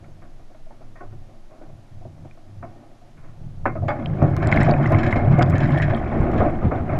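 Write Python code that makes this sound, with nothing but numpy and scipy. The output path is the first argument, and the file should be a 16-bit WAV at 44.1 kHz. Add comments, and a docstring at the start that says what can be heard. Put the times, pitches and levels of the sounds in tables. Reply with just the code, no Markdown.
"""Small knocks over a faint low rumble, then a hard jerk, thrumming, rushing water, rattles and ticks.
A wire trap with a camera housing fixed to it lies on the seabed, then is hauled up by its rope.
Contacts and flow are shaped noise driven through resonances of frame, housing, mesh and loose wire;
bubbles, ticks and single ringing modes use short dying sines.
The housing wall muffles whatever shakes it as a whole."""
import sys
import numpy as np
from scipy import signal
from scipy.fft import rfft, irfft, next_fast_len
from scipy.io import wavfile
from scipy.ndimage import uniform_filter1d, map_coordinates

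SR = 44100
rng = np.random.default_rng(int(sys.argv[2]) if len(sys.argv) > 2 else 0)


def pcm_store(signal):
    """Save signal as 16-bit PCM."""
    levels = np.round(np.clip(np.atleast_2d(signal), -1, 1) * 32767)
    wavfile.write(sys.argv[1], SR, levels.astype(np.int16).T)


N = 308259
TOP_HZ = 15250  # band limit


def amp(db):
    """Gain of a level in dB."""
    return 10 ** (np.asarray(db) / 20)


def unit(x):
    """x at rms 1."""
    return x / np.sqrt(np.mean(np.abs(x) ** 2) + 1e-20)


def noise():
    """White noise of rms 1 over the scene."""
    return rng.standard_normal(N)


def curve(rows):
    """(t/s, level/dB) rows interpolated to one dB value per sample."""
    t_s, level_db = np.transpose(rows)
    return np.interp(np.arange(N) / SR, t_s, level_db)


def wobble(knots_per_s):
    """Smooth random curve through normally distributed knots."""
    knots = rng.standard_normal(int(N * knots_per_s / SR) + 4)
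    return map_coordinates(knots, [np.arange(N) * knots_per_s / SR])


def filtered(x, response):
    """x times a complex response of frequency."""
    m = next_fast_len(N + SR // 2)
    return irfft(rfft(x, m) * response(np.fft.rfftfreq(m, 1 / SR)), m)[:N]


def rung(drive, modes):
    """Drive through parallel resonances, twice for steep skirts; white noise of rms 1 stays near rms 1."""
    def one_pass(f):
        total = 0
        for k, (hz, width_hz, db) in enumerate(modes):
            damping = 1j * f * width_hz
            sign = (-1) ** k  # neighbouring modes alternate in sign
            total = total + sign * amp(db / 2) * damping / (hz * hz - f * f + damping)
        return total

    grid_hz = np.linspace(1, SR / 2, 20000)
    rms_gain = np.sqrt(np.mean(np.abs(one_pass(grid_hz)) ** 4))
    return filtered(drive, lambda f: one_pass(f) ** 2 / rms_gain)


def gritty(per_s, life_s, lumpy_db):
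    """Noise of rms 1 whose level jumps at random small contacts and decays with time constant life_s."""
    hits = (rng.random(N) < per_s / SR) * amp(lumpy_db * rng.exponential(size=N))
    shape = signal.lfilter([1], [1, -np.exp(-1 / (life_s * SR))], hits)
    return unit((1 + shape) * noise())


def bursts(times_s, levels_db, t60s, rise_s, blow_db, strike_db=16.5):
    """Sharp contacts, each with chatter noise: a short hard blow, then a slower decay."""
    power, strike = np.zeros(N + SR), np.zeros(N)
    t = np.arange(SR // 3) / SR
    for s, db, t60 in zip(times_s, levels_db, t60s):
        fall = amp(-60 * t / t60) + amp(blow_db - 60 * t / 0.0029)  # blow t60: 2.9 ms
        chatter = amp(db) * fall * (1 - np.exp(-t / rise_s))
        power[round(s * SR):][:len(t)] += chatter ** 2
        strike[round((s + rise_s) * SR)] = amp(db + strike_db)
    return np.sqrt(power[:N]) * noise() + strike


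def bubbling(count, low_hz, spread, cycles):
    """Bubbles shed from the mesh: rising blips, start pitch from low_hz to spread * low_hz; rms 1."""
    when, pitch, size = rng.random((count, 3)).T
    hz = (low_hz * spread ** pitch)[:, None]
    t = np.arange(SR // 20) / SR
    fade = amp(-60 * t * hz / cycles) * (1 - np.exp(-t * hz))  # down 60 dB after this many cycles
    blips = (.4 + size ** 2)[:, None] * fade * np.sin(2 * np.pi * hz * t * (1 + t))
    at = (when * N).astype(int)[:, None] + np.arange(len(t))
    return unit(np.bincount(at.ravel(), blips.ravel(), N)[:N])


# noise spectrum: (f/Hz, relative density/dB)
HISS_SPECTRUM = [(300, -2), (800, -4.5), (2000, -11.5), (4000, -16), (6500, -19), (8000, -24.5),
                 (11800, -26), (12600, -36), (15500, -47)]


def hiss():
    """The microphone's own noise: white noise given a falling spectrum."""
    hz, db = np.transpose(HISS_SPECTRUM)
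    shaped = filtered(noise(), lambda f: amp(np.interp(np.log(f + 1), np.log(hz), db)))
    return amp(-60.5) * unit(shaped)


# slow rocking of the housing: (t/s, level/dB)
ROCKING = [(0, -40.5), (1.5, -38.5), (3.1, -42), (3.35, -35.5), (3.93, -35.5), (4.3, -34), (4.55, -32.5),
           (6.99, -29.5)]
# buffeting by moving water: (t/s, level/dB)
BUFFET = [(0.0, -52.5), (2.74, -67), (3.0, -61.5), (4.05, -39.5), (4.19, -28.5), (4.73, -26), (5.99, -29),
          (6.17, -26), (6.42, -17.5), (6.6, -32.5), (6.65, -18), (6.72, -22), (6.99, -28.5)]


def sway():
    """The housing rocks slowly; moving water buffets it: two low, broad noise resonances."""
    rocking = rung(noise(), [(13.5, 12.7, 0)])
    rocking = filtered(rocking, lambda hz: 1 / (1 + (hz / 25) ** 5))
    buffet = rung(amp(3.0 * wobble(12)) * noise(), [(42.0, 210, 0)])
    return amp(curve(ROCKING)) * unit(rocking) + amp(curve(BUFFET)) * unit(buffet)


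# water and grit through the trap: (t/s, strength/dB)
FLOW = [(0.0, -46), (0.15, -52.5), (0.84, -60.5), (1.56, -50), (1.81, -52.5), (2.55, -54), (2.7, -45),
        (3.15, -54), (3.7, -51), (3.87, -36), (3.93, -30.5), (4.3, -28), (4.59, -18.5), (4.75, -23),
        (5.04, -20), (5.41, -26), (5.74, -19), (5.94, -23.5), (6.01, -25), (6.33, -24.5), (6.48, -24.5),
        (6.53, -28.5), (6.61, -29.5), (6.66, -27.5), (6.695, -32), (6.76, -25.5), (6.84, -33), (6.95, -23),
        (6.99, -28.5)]
FULL_FLOW_DB = -24  # strength at which with_flow returns level_db unchanged


def with_flow(level_db, grows_db_per_db):
    """A level in dB that rises and falls with the flow."""
    return level_db + grows_db_per_db * (curve(FLOW) - FULL_FLOW_DB)


def mesh_gain():
    """The mesh grows faster than the flow strength: 1.43 dB per dB."""
    return amp(with_flow(-34.5, 1.43))


# steady drive of the frame's two lowest modes: (t/s, level/dB)
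THRUM = [(0.0, -43), (0.6, -57.5), (3.05, -57), (3.7, -29.5), (4.0, -34.5), (4.4, -24), (4.94, -27.5),
         (5.2, -31.5), (5.5, -23.5), (5.82, -34.5), (6.1, -37), (6.42, -26.5), (6.6, -36.5), (6.99, -25.5)]
# jerks on the rope: (peak t/s, level/dB, rise/s, lean to the upper mode/dB)
TUGS = [(0.88, -51.5, 0.087, -0.5), (1.15, -44, 0.087, -3), (1.73, -42, 0.056, -0.5),
        (1.95, -41, 0.034, -2), (2.07, -38.5, 0.046, 2.5), (2.21, -39.5, 0.053, 1.5),
        (2.592, -39, 0.094, -2), (3.18, -50, 0.025, 4.5), (3.3, -41, 0.013, 4), (3.449, -42.5, 0.038, 6),
        (3.832, -28.5, 0.043, -6), (4.111, -27.5, 0.055, 5), (4.24, -19.5, 0.015, 2.5),
        (4.269, -25, 0.043, 3), (4.38, -33, 0.039, -6), (4.46, -28, 0.03, -5), (4.53, -31, 0.012, 0),
        (4.58, -23.5, 0.038, 0.5), (4.68, -24, 0.031, 10), (4.8, -27, 0.022, 11), (4.88, -27, 0.038, 7),
        (4.955, -15, 0.021, -0.5), (5.07, -22, 0.032, 1.5), (5.16, -26, 0.03, -5), (5.25, -22, .025, -5),
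        (5.31, -19.5, 0.046, 7.5), (5.42, -21.5, 0.059, -3), (5.52, -20.5, 0.033, -4),
        (5.63, -17.5, 0.039, 2), (5.728, -19, 0.032, 6), (5.83, -20, 0.028, 5.5), (5.9, -22, 0.028, -2),
        (6.66, -18.5, 0.017, -3), (6.95, -30, 0.015, 4)]
TUG_FALL_RISES = 1.49  # fall time / rise time
LOWER_DB, UPPER_DB, UPPER_GROWS_DB_PER_DB, FLUTTER_DB = -3, -3, 0.12, 1.5


def tugs(side):
    """Gaussian swells of the drive as jerks set the frame swinging; side: -1 lower mode, +1 upper."""
    t, swells = np.arange(N) / SR, np.zeros(N)
    for s, db, rise_s, lean_db in TUGS:
        width_s = np.where(t < s, rise_s, TUG_FALL_RISES * rise_s)
        swells += amp(db + side * lean_db) * np.exp(-((t - s) / width_s) ** 2)
    return swells


def evened(x):
    """x with its 40 ms level swings reduced; rms 1."""
    power = uniform_filter1d(unit(x) ** 2, size=SR // 25)
    return unit(x / np.sqrt(power + .15))


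def thrum():
    """Eddies behind the bars and rope tugs drive two frame modes, more evenly than pure chance."""
    steady = amp(curve(THRUM))
    lower_db = LOWER_DB + FLUTTER_DB * wobble(13)
    upper_db = with_flow(UPPER_DB, UPPER_GROWS_DB_PER_DB) + FLUTTER_DB * wobble(11)
    lower = evened(rung(noise(), [(98.6, 32, 0)]))
    upper = evened(rung(noise(), [(139.8, 35.3, 0)]))
    return (steady + tugs(-1)) * amp(lower_db) * lower + (steady + tugs(1)) * amp(upper_db) * upper


# modes of frame, housing, lower mesh, upper mesh: (f/Hz, width per pass/Hz, relative level/dB)
FRAME_MODES = [(218.1, 23, 5), (337, 119.5, 0.5)]
HOUSING_MODES = [(594, 277, -2.5), (766, 102.4, 9), (810, 149, -3)]
LOWER_MESH_MODES = [(1011, 173, 11), (1202, 417, 9.5), (1513, 350, 5.5)]
UPPER_MESH_MODES = [(1692, 294, 1), (2195, 320, 4), (2630, 250, -5.5)]
# sharp modes of the trap: (f/Hz, relative level/dB)
TRAP_MODES = [(598, -7), (710, 0.5), (820, 1), (940, -11.5), (1120, -5.5), (1245, -4.5), (1475, -8),
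              (1725, -14.5), (1840, -7.5), (2180, -12.5), (2400, -15.5)]


def drag():
    """Flow and grit shake frame, housing and mesh with a shared surge; bubbles gurgle."""
    surge = amp(1.8 * wobble(11))
    shake = surge * gritty(per_s=90, life_s=.008, lumpy_db=.7)
    frame = amp(-5.5) * rung(shake, FRAME_MODES) + amp(-9.0) * rung(shake, HOUSING_MODES)
    frame += amp(-14.0) * bubbling(count=1400, low_hz=520.0, spread=1.7, cycles=41)  # larger bubbles
    frame += amp(-17.5) * rung(shake, [(hz, 30, db) for hz, db in TRAP_MODES])
    fine = surge * gritty(per_s=200, life_s=.003, lumpy_db=2.5)
    mesh = amp(-7.0) * rung(fine, LOWER_MESH_MODES) + amp(-11.0) * rung(fine, UPPER_MESH_MODES)
    mesh += amp(-14.0) * bubbling(count=700, low_hz=1450, spread=1.7, cycles=45)
    return amp(curve(FLOW)) * frame + mesh_gain() * mesh


def specks(per_s):
    """Sand grains and tiny bubbles strike the housing: sub-millisecond noise clicks, rms 1."""
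    hits = (rng.random(N) < per_s / SR) * amp(np.minimum(6 * rng.exponential(size=N), 11))
    clicks = signal.lfilter([1], [1, -np.exp(-1 / (.0006 * SR))], hits) * noise()
    return unit(rung(clicks, [(7000, 8000, 0)]))


# loose wire modes: (f/Hz, width per pass/Hz, relative level/dB)
WIRE_MODES = [(2720, 220, -5.5), (3093, 120, 2.5), (3370, 110, -1), (3780, 130, -3.5), (4156, 180, -6.5),
              (4925, 180, -9), (5480, 250, -11.5), (6700, 700, -20), (7380, 240, -16)]


def fizz():
    """Flow hums in the loose wire, sheds fine bubbles and throws specks at the housing."""
    hum = rung(gritty(per_s=150, life_s=.004, lumpy_db=3), WIRE_MODES)
    spray = bubbling(count=260, low_hz=2600, spread=1.4, cycles=60)
    return mesh_gain() * (amp(-27.5) * hum + amp(-29.5) * spray + amp(-44.0) * specks(per_s=14))


# low single thumps of the housing: (middle t/s, level/dB, f/Hz)
THUMPS = [(4.2275, -5.5, 138), (5.425, -9.5, 130), (6.2064, -4, 117), (6.656, -13.5, 120)]
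THUMP_HALF_CYCLES = 0.42  # half length of a thump, in cycles


def thumps():
    """Each thump is one swing forth and back without ring: a sine under a narrow Gaussian."""
    t, out = np.arange(N) / SR, np.zeros(N)
    for s, db, hz in THUMPS:
        cycles = (t - s) * hz
        out -= amp(db) * np.sin(2 * np.pi * cycles) * np.exp(-(cycles / THUMP_HALF_CYCLES) ** 2)
    return out


# a wire snaps against the housing: (t/s, level/dB)
SNAPS = [(5.4237, -3), (5.4285, -2.5)]
# housing shell modes: (f/Hz, width per pass/Hz, relative level/dB)
SHELL_MODES = [(1520, 540, 2.5), (3430, 700, -6.5), (4900, 500, -7), (7550, 1500, -25)]


def snaps():
    """A one-sample hard contact rings all the shell modes."""
    t_s, db = np.transpose(SNAPS)
    blows = np.zeros(N)
    blows[np.round(t_s * SR).astype(int)] = amp(db)
    return rung(blows, SHELL_MODES)


# ticks, short pitched rings and bright clicks: (t/s, level/dB, start f/Hz)
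TICKS = [(2.311, -41, 2400), (4.059, -22.5, 3140), (4.226, -41.5, 5640), (4.228, -48, 11100),
         (4.3654, -35.5, 4300), (4.366, -41, 8500), (4.366, -42, 12130), (4.427, -21, 1690),
         (4.4725, -30.5, 7470), (4.5247, -3, 2100), (4.541, -31, 3900), (4.56, -16, 1710),
         (4.5608, -46, 13100), (4.573, -8.5, 2090), (4.6103, -35, 5210), (4.6143, -13.5, 1900),
         (4.6326, -33, 7730), (4.631, -17, 2030), (4.7113, -24.5, 4430), (4.7372, -52, 10000),
         (4.7378, -20, 2480), (4.8586, -11.5, 2015), (4.864, -40, 6310), (4.8747, -38, 5440),
         (4.921, -41, 11000), (4.946, -13.5, 2100), (5.1262, -8, 2070), (5.41, -30, 2770),
         (5.46, -46, 4700), (5.3905, -37.5, 6840), (5.3937, -15.5, 2130), (5.572, -22, 1800),
         (5.654, -21.5, 1960), (5.499, -36, 7200), (5.506, -46, 13500), (5.5819, -35.5, 6730),
         (5.746, -20, 1750), (5.76, -19, 1800), (5.77, -17.5, 1740), (5.776, -33, 3250), (5.784, -17, 1750),
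         (5.787, -43, 8900), (5.7994, -13.5, 1830), (5.809, -16.5, 1910), (5.821, -18, 1740),
         (5.834, -19.5, 1850), (5.9, -26, 1750), (5.9478, -26.5, 3190), (6.2089, -44.5, 7500)]
SNAP_DB, SNAP_T60_S = 10.5, 0.0066
FADE_CYCLES_AT_2KHZ, FADE_EXPONENT = 32.8, 0.3  # higher pitches ring for more cycles


def ticks():
    """Each tick snaps, a filtered noise burst, and rings briefly at its own slightly rising pitch."""
    out, t = np.zeros(N + SR), np.arange(SR // 12) / SR
    for s, db, hz in TICKS:
        cycles = FADE_CYCLES_AT_2KHZ * (hz / 2000) ** FADE_EXPONENT
        build = (1 - np.exp(-t * hz / 2.18)) ** 2  # over a few cycles
        ring = amp(4 - 60 * t * hz / cycles) * np.sin(2 * np.pi * hz * t * (1 + .8 * t))
        snap = amp(SNAP_DB - 60 * t / SNAP_T60_S) * rng.standard_normal(len(t))
        snap = signal.lfilter(*signal.butter(7, min(1.3 * hz, TOP_HZ), fs=SR), snap)
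        snap = signal.lfilter(*signal.butter(1, hz / 3, fs=SR), snap)  # strongest below the ring
        out[round(s * SR):][:len(t)] += amp(db) * (build * ring + snap)
    return out[:N]


# loose wire slaps: (t/s, level/dB)
RATTLES = [(3.654, -50.5), (3.8817, -41.5), (4.426, -42), (4.515, -34), (4.56, -38.5), (4.6037, -34.5),
           (4.646, -38), (4.6883, -40), (4.827, -45), (4.923, -45), (4.9854, -37.5), (5.0325, -37.5),
           (5.064, -37.5), (5.108, -41), (5.16, -39.5), (5.3228, -47), (5.5536, -42), (5.6035, -38),
           (5.6335, -40), (5.675, -52), (5.721, -45.5), (5.7748, -40.5), (5.8203, -34), (5.898, -45.5),
           (6.3783, -41.5)]


def rattles():
    """Loose wire slaps the frame, ringing wire and mesh; the lowest upper-mesh mode answers longer."""
    t_s, db = np.transpose(RATTLES)
    t_s = t_s - .0015
    slap = bursts(t_s, db - 5.0, np.full(len(db), 0.12), rise_s=0.00014, blow_db=-7.5)
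    answer = bursts(t_s, db + 6, np.full(len(db), 0.25), rise_s=0.00055, blow_db=-11)
    mesh = amp(7.0) * rung(slap, UPPER_MESH_MODES[1:]) + rung(answer, UPPER_MESH_MODES[:1])
    return rung(slap, WIRE_MODES) + mesh


RING_RISE_PER_T60, RING_WAVER_RAD = 0.014, 0.7


def ringing(rows):
    """Dying sines with a wavering phase; rows: (t/s, level/dB, f/Hz, t60/s)."""
    out, t = np.zeros(N + SR), np.arange(SR // 3) / SR
    for s, db, hz, t60 in rows:
        waver = RING_WAVER_RAD * map_coordinates(rng.standard_normal(40), [t * 100])
        envelope = amp(db - 60 * t / t60) * (1 - np.exp(-t / (RING_RISE_PER_T60 * t60)))
        out[round(s * SR):][:len(t)] += envelope * np.sin(2 * np.pi * hz * t + waver)
    return out[:N]


# one trap mode rings on, a dying tone: (t/s, level/dB, f/Hz, t60/s)
RINGS = [(0.546, -41.5, 630, 0.11), (0.665, -42.5, 637, 0.09), (0.708, -41.5, 894, 0.065),
         (0.957, -46.5, 1850, 0.2), (0.958, -44.5, 640, .15), (1.006, -41, 595, 0.17),
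         (1.004, -40, 1098, 0.13), (1.006, -44, 1480, 0.13), (1.125, -44, 350, 0.2), (1.51, -44, 634, 0.31),
         (2.63, -28, 682, 0.1), (3.015, -49, 712, 0.33), (3.6562, -16.5, 752, 0.11),
         (3.656, -17.5, 1505, 0.057), (3.6553, -12, 940, 0.035), (3.6556, -13, 1210, 0.037),
         (3.656, -15.5, 1710, 0.037), (3.69, -37.5, 2130, 0.17), (3.755, -23, 643, 0.084),
         (3.767, -36, 1283, 0.13), (3.882, -16.5, 599, 0.25), (3.882, -21.5, 824, 0.29),
         (3.884, -28, 2184, 0.18), (3.883, -35.5, 3430, 0.1), (3.883, -38.5, 4750, 0.14),
         (4.525, -17.5, 1480, 0.053), (4.678, -11, 705.7, 0.22), (4.72, -17, 575, .15),
         (4.984, -25.5, 1710, 0.14), (5.155, -24.5, 2140, 0.22), (5.327, -28.5, 1175, 0.21),
         (5.33, -34, 2130, 0.19), (5.385, -20.5, 702, 0.21), (5.553, -25.5, 1740, 0.12),
         (6.405, -21, 1251, .15), (6.618, -29, 1250, 0.11), (6.711, -30, 1245, 0.18)]
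CLANG_DB, CLANG_SCATTER_DB = -20.5, 3  # level against the knock; random spread per mode
CLANG_T60_RATIO, CLANG_TILT = 0.73, 1  # share of the knock's t60; dB per octave and dB of hardness


def clangs():
    """Every knock rings the trap's sharp modes in a new mix; some single modes ring on longer."""
    struck = []
    for s, db, hard_db, t60 in KNOCKS:
        for hz, mode_db in TRAP_MODES:
            tilt_db = CLANG_TILT * hard_db * np.log2(hz / 700)
            scatter_db = CLANG_SCATTER_DB * rng.standard_normal()
            level_db = db + CLANG_DB + mode_db + tilt_db + scatter_db
            struck.append((s, level_db, hz, CLANG_T60_RATIO * t60))
    return ringing(struck + RINGS)


# knocks on the trap: (t/s, level/dB, hardness/dB, reference t60/s)
KNOCKS = [(0.04, -54.5, 16.5, 0.14), (0.219, -41, 4.5, 0.26), (0.393, -39, -4, 0.065),
          (0.501, -40, -14, 0.14), (0.545, -42.5, 5, 0.079), (0.705, -41.5, -0.5, 0.33),
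          (0.807, -38, -3, 0.25), (0.955, -47, 11, 0.43), (1.006, -29, -3, 0.21), (1.123, -37, -2, 0.11),
          (1.29, -41.5, -7, 0.31), (1.509, -43.5, -2, 1), (1.614, -35.5, -5, 0.25), (1.69, -40, -9, 0.19),
          (2.008, -41.5, -19, 0.56), (2.052, -30.5, -17, 0.075), (2.176, -44, -6, 0.42),
          (2.248, -29.5, -10, 0.064), (2.373, -39.5, -6, 0.11), (2.626, -27.5, 1.5, 0.2),
          (2.695, -41, -3, 0.078), (3.171, -56.5, 16.5, 0.36), (3.231, -45, 6.5, 0.5),
          (3.6563, -12.5, 5.5, 0.18), (3.753, -21.5, -2, 0.17), (3.821, -22, -21, 0.32),
          (3.882, -18.5, 7, 0.2), (3.901, -20.5, 8.5, 0.15), (4.217, -10, -5.5, 0.33),
          (4.365, -22, 6, 0.081), (4.42, -17.5, 1.5, 0.75), (4.521, -32.5, 21, 0.077),
          (4.688, -9, -4.5, 0.18), (4.715, -12, -4, 0.11), (4.917, -8.5, -1, 0.21),
          (5.124, -20.5, 8.5, 0.31), (5.154, -15.5, -10, 0.76), (5.322, -29, 8.5, 0.77),
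          (5.382, -10, -5, 0.35), (5.409, -9.5, 5.5, 0.12), (6.118, -19.5, 0.5, 0.85),
          (6.202, -22, -8, 0.54), (6.33, -15.5, -2.5, 0.44), (6.402, -10, -4.5, 0.47),
          (6.454, -10.5, -19, 0.12), (6.626, -22, -5, 0.37), (6.712, -12.5, -2.5, 0.34),
          (6.775, -32, 5, 0.34), (6.89, -20, 1.5, 0.35), (6.918, -22.5, -7, 1)]


def knocks():
    """Knocks shake all modes; harder ones reach the high modes more; upper-mesh drive dies soonest."""
    t_s, db, hard_db, t60 = np.transpose(KNOCKS)
    t_s = t_s - .0015  # shaking starts just before the modes speak
    low = bursts(t_s, db - 11 - 0.035 * hard_db, 1.37 * t60, rise_s=0.0016, blow_db=11.0)
    middle = bursts(t_s, db - 9.5, t60, rise_s=0.00037, blow_db=8.0)
    bright = bursts(t_s, db - 17 + hard_db, 0.95 * t60, rise_s=0.00051, blow_db=10.5, strike_db=13)
    sharp_db = db - 23.5 + 1.1 * hard_db
    sharp = bursts(t_s, sharp_db, 0.81 * t60, rise_s=0.0021, blow_db=4.0, strike_db=10)
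    body = rung(low, FRAME_MODES) + rung(middle, HOUSING_MODES)
    return body + rung(bright, LOWER_MESH_MODES) + rung(sharp, UPPER_MESH_MODES)


def wall(hz):
    """The housing wall: two cascaded second-order low-passes at 3600 Hz."""
    ratio = hz / 3600
    return 1 / (1 + 1j * ratio * np.sqrt(2) - ratio ** 2) ** 2


def scene():
    """Everything reaches one microphone; the wall muffles the treble of what shakes it as a whole."""
    shaking = sway() + thumps() + thrum() + drag() + knocks() + clangs()
    direct = fizz() + rattles() + ticks() + snaps() + hiss()
    return (filtered(shaking, wall) + direct)[None]


def record(dry):
    """The loudest swings are squeezed towards 0.72; nothing is kept above the band limit."""
    squeezed = dry[0] / (1 + np.abs(dry[0] / .72) ** 8) ** (1 / 8)
    return filtered(squeezed, lambda hz: hz < TOP_HZ)[None]


dry = scene()
out = record(dry)
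pcm_store(out)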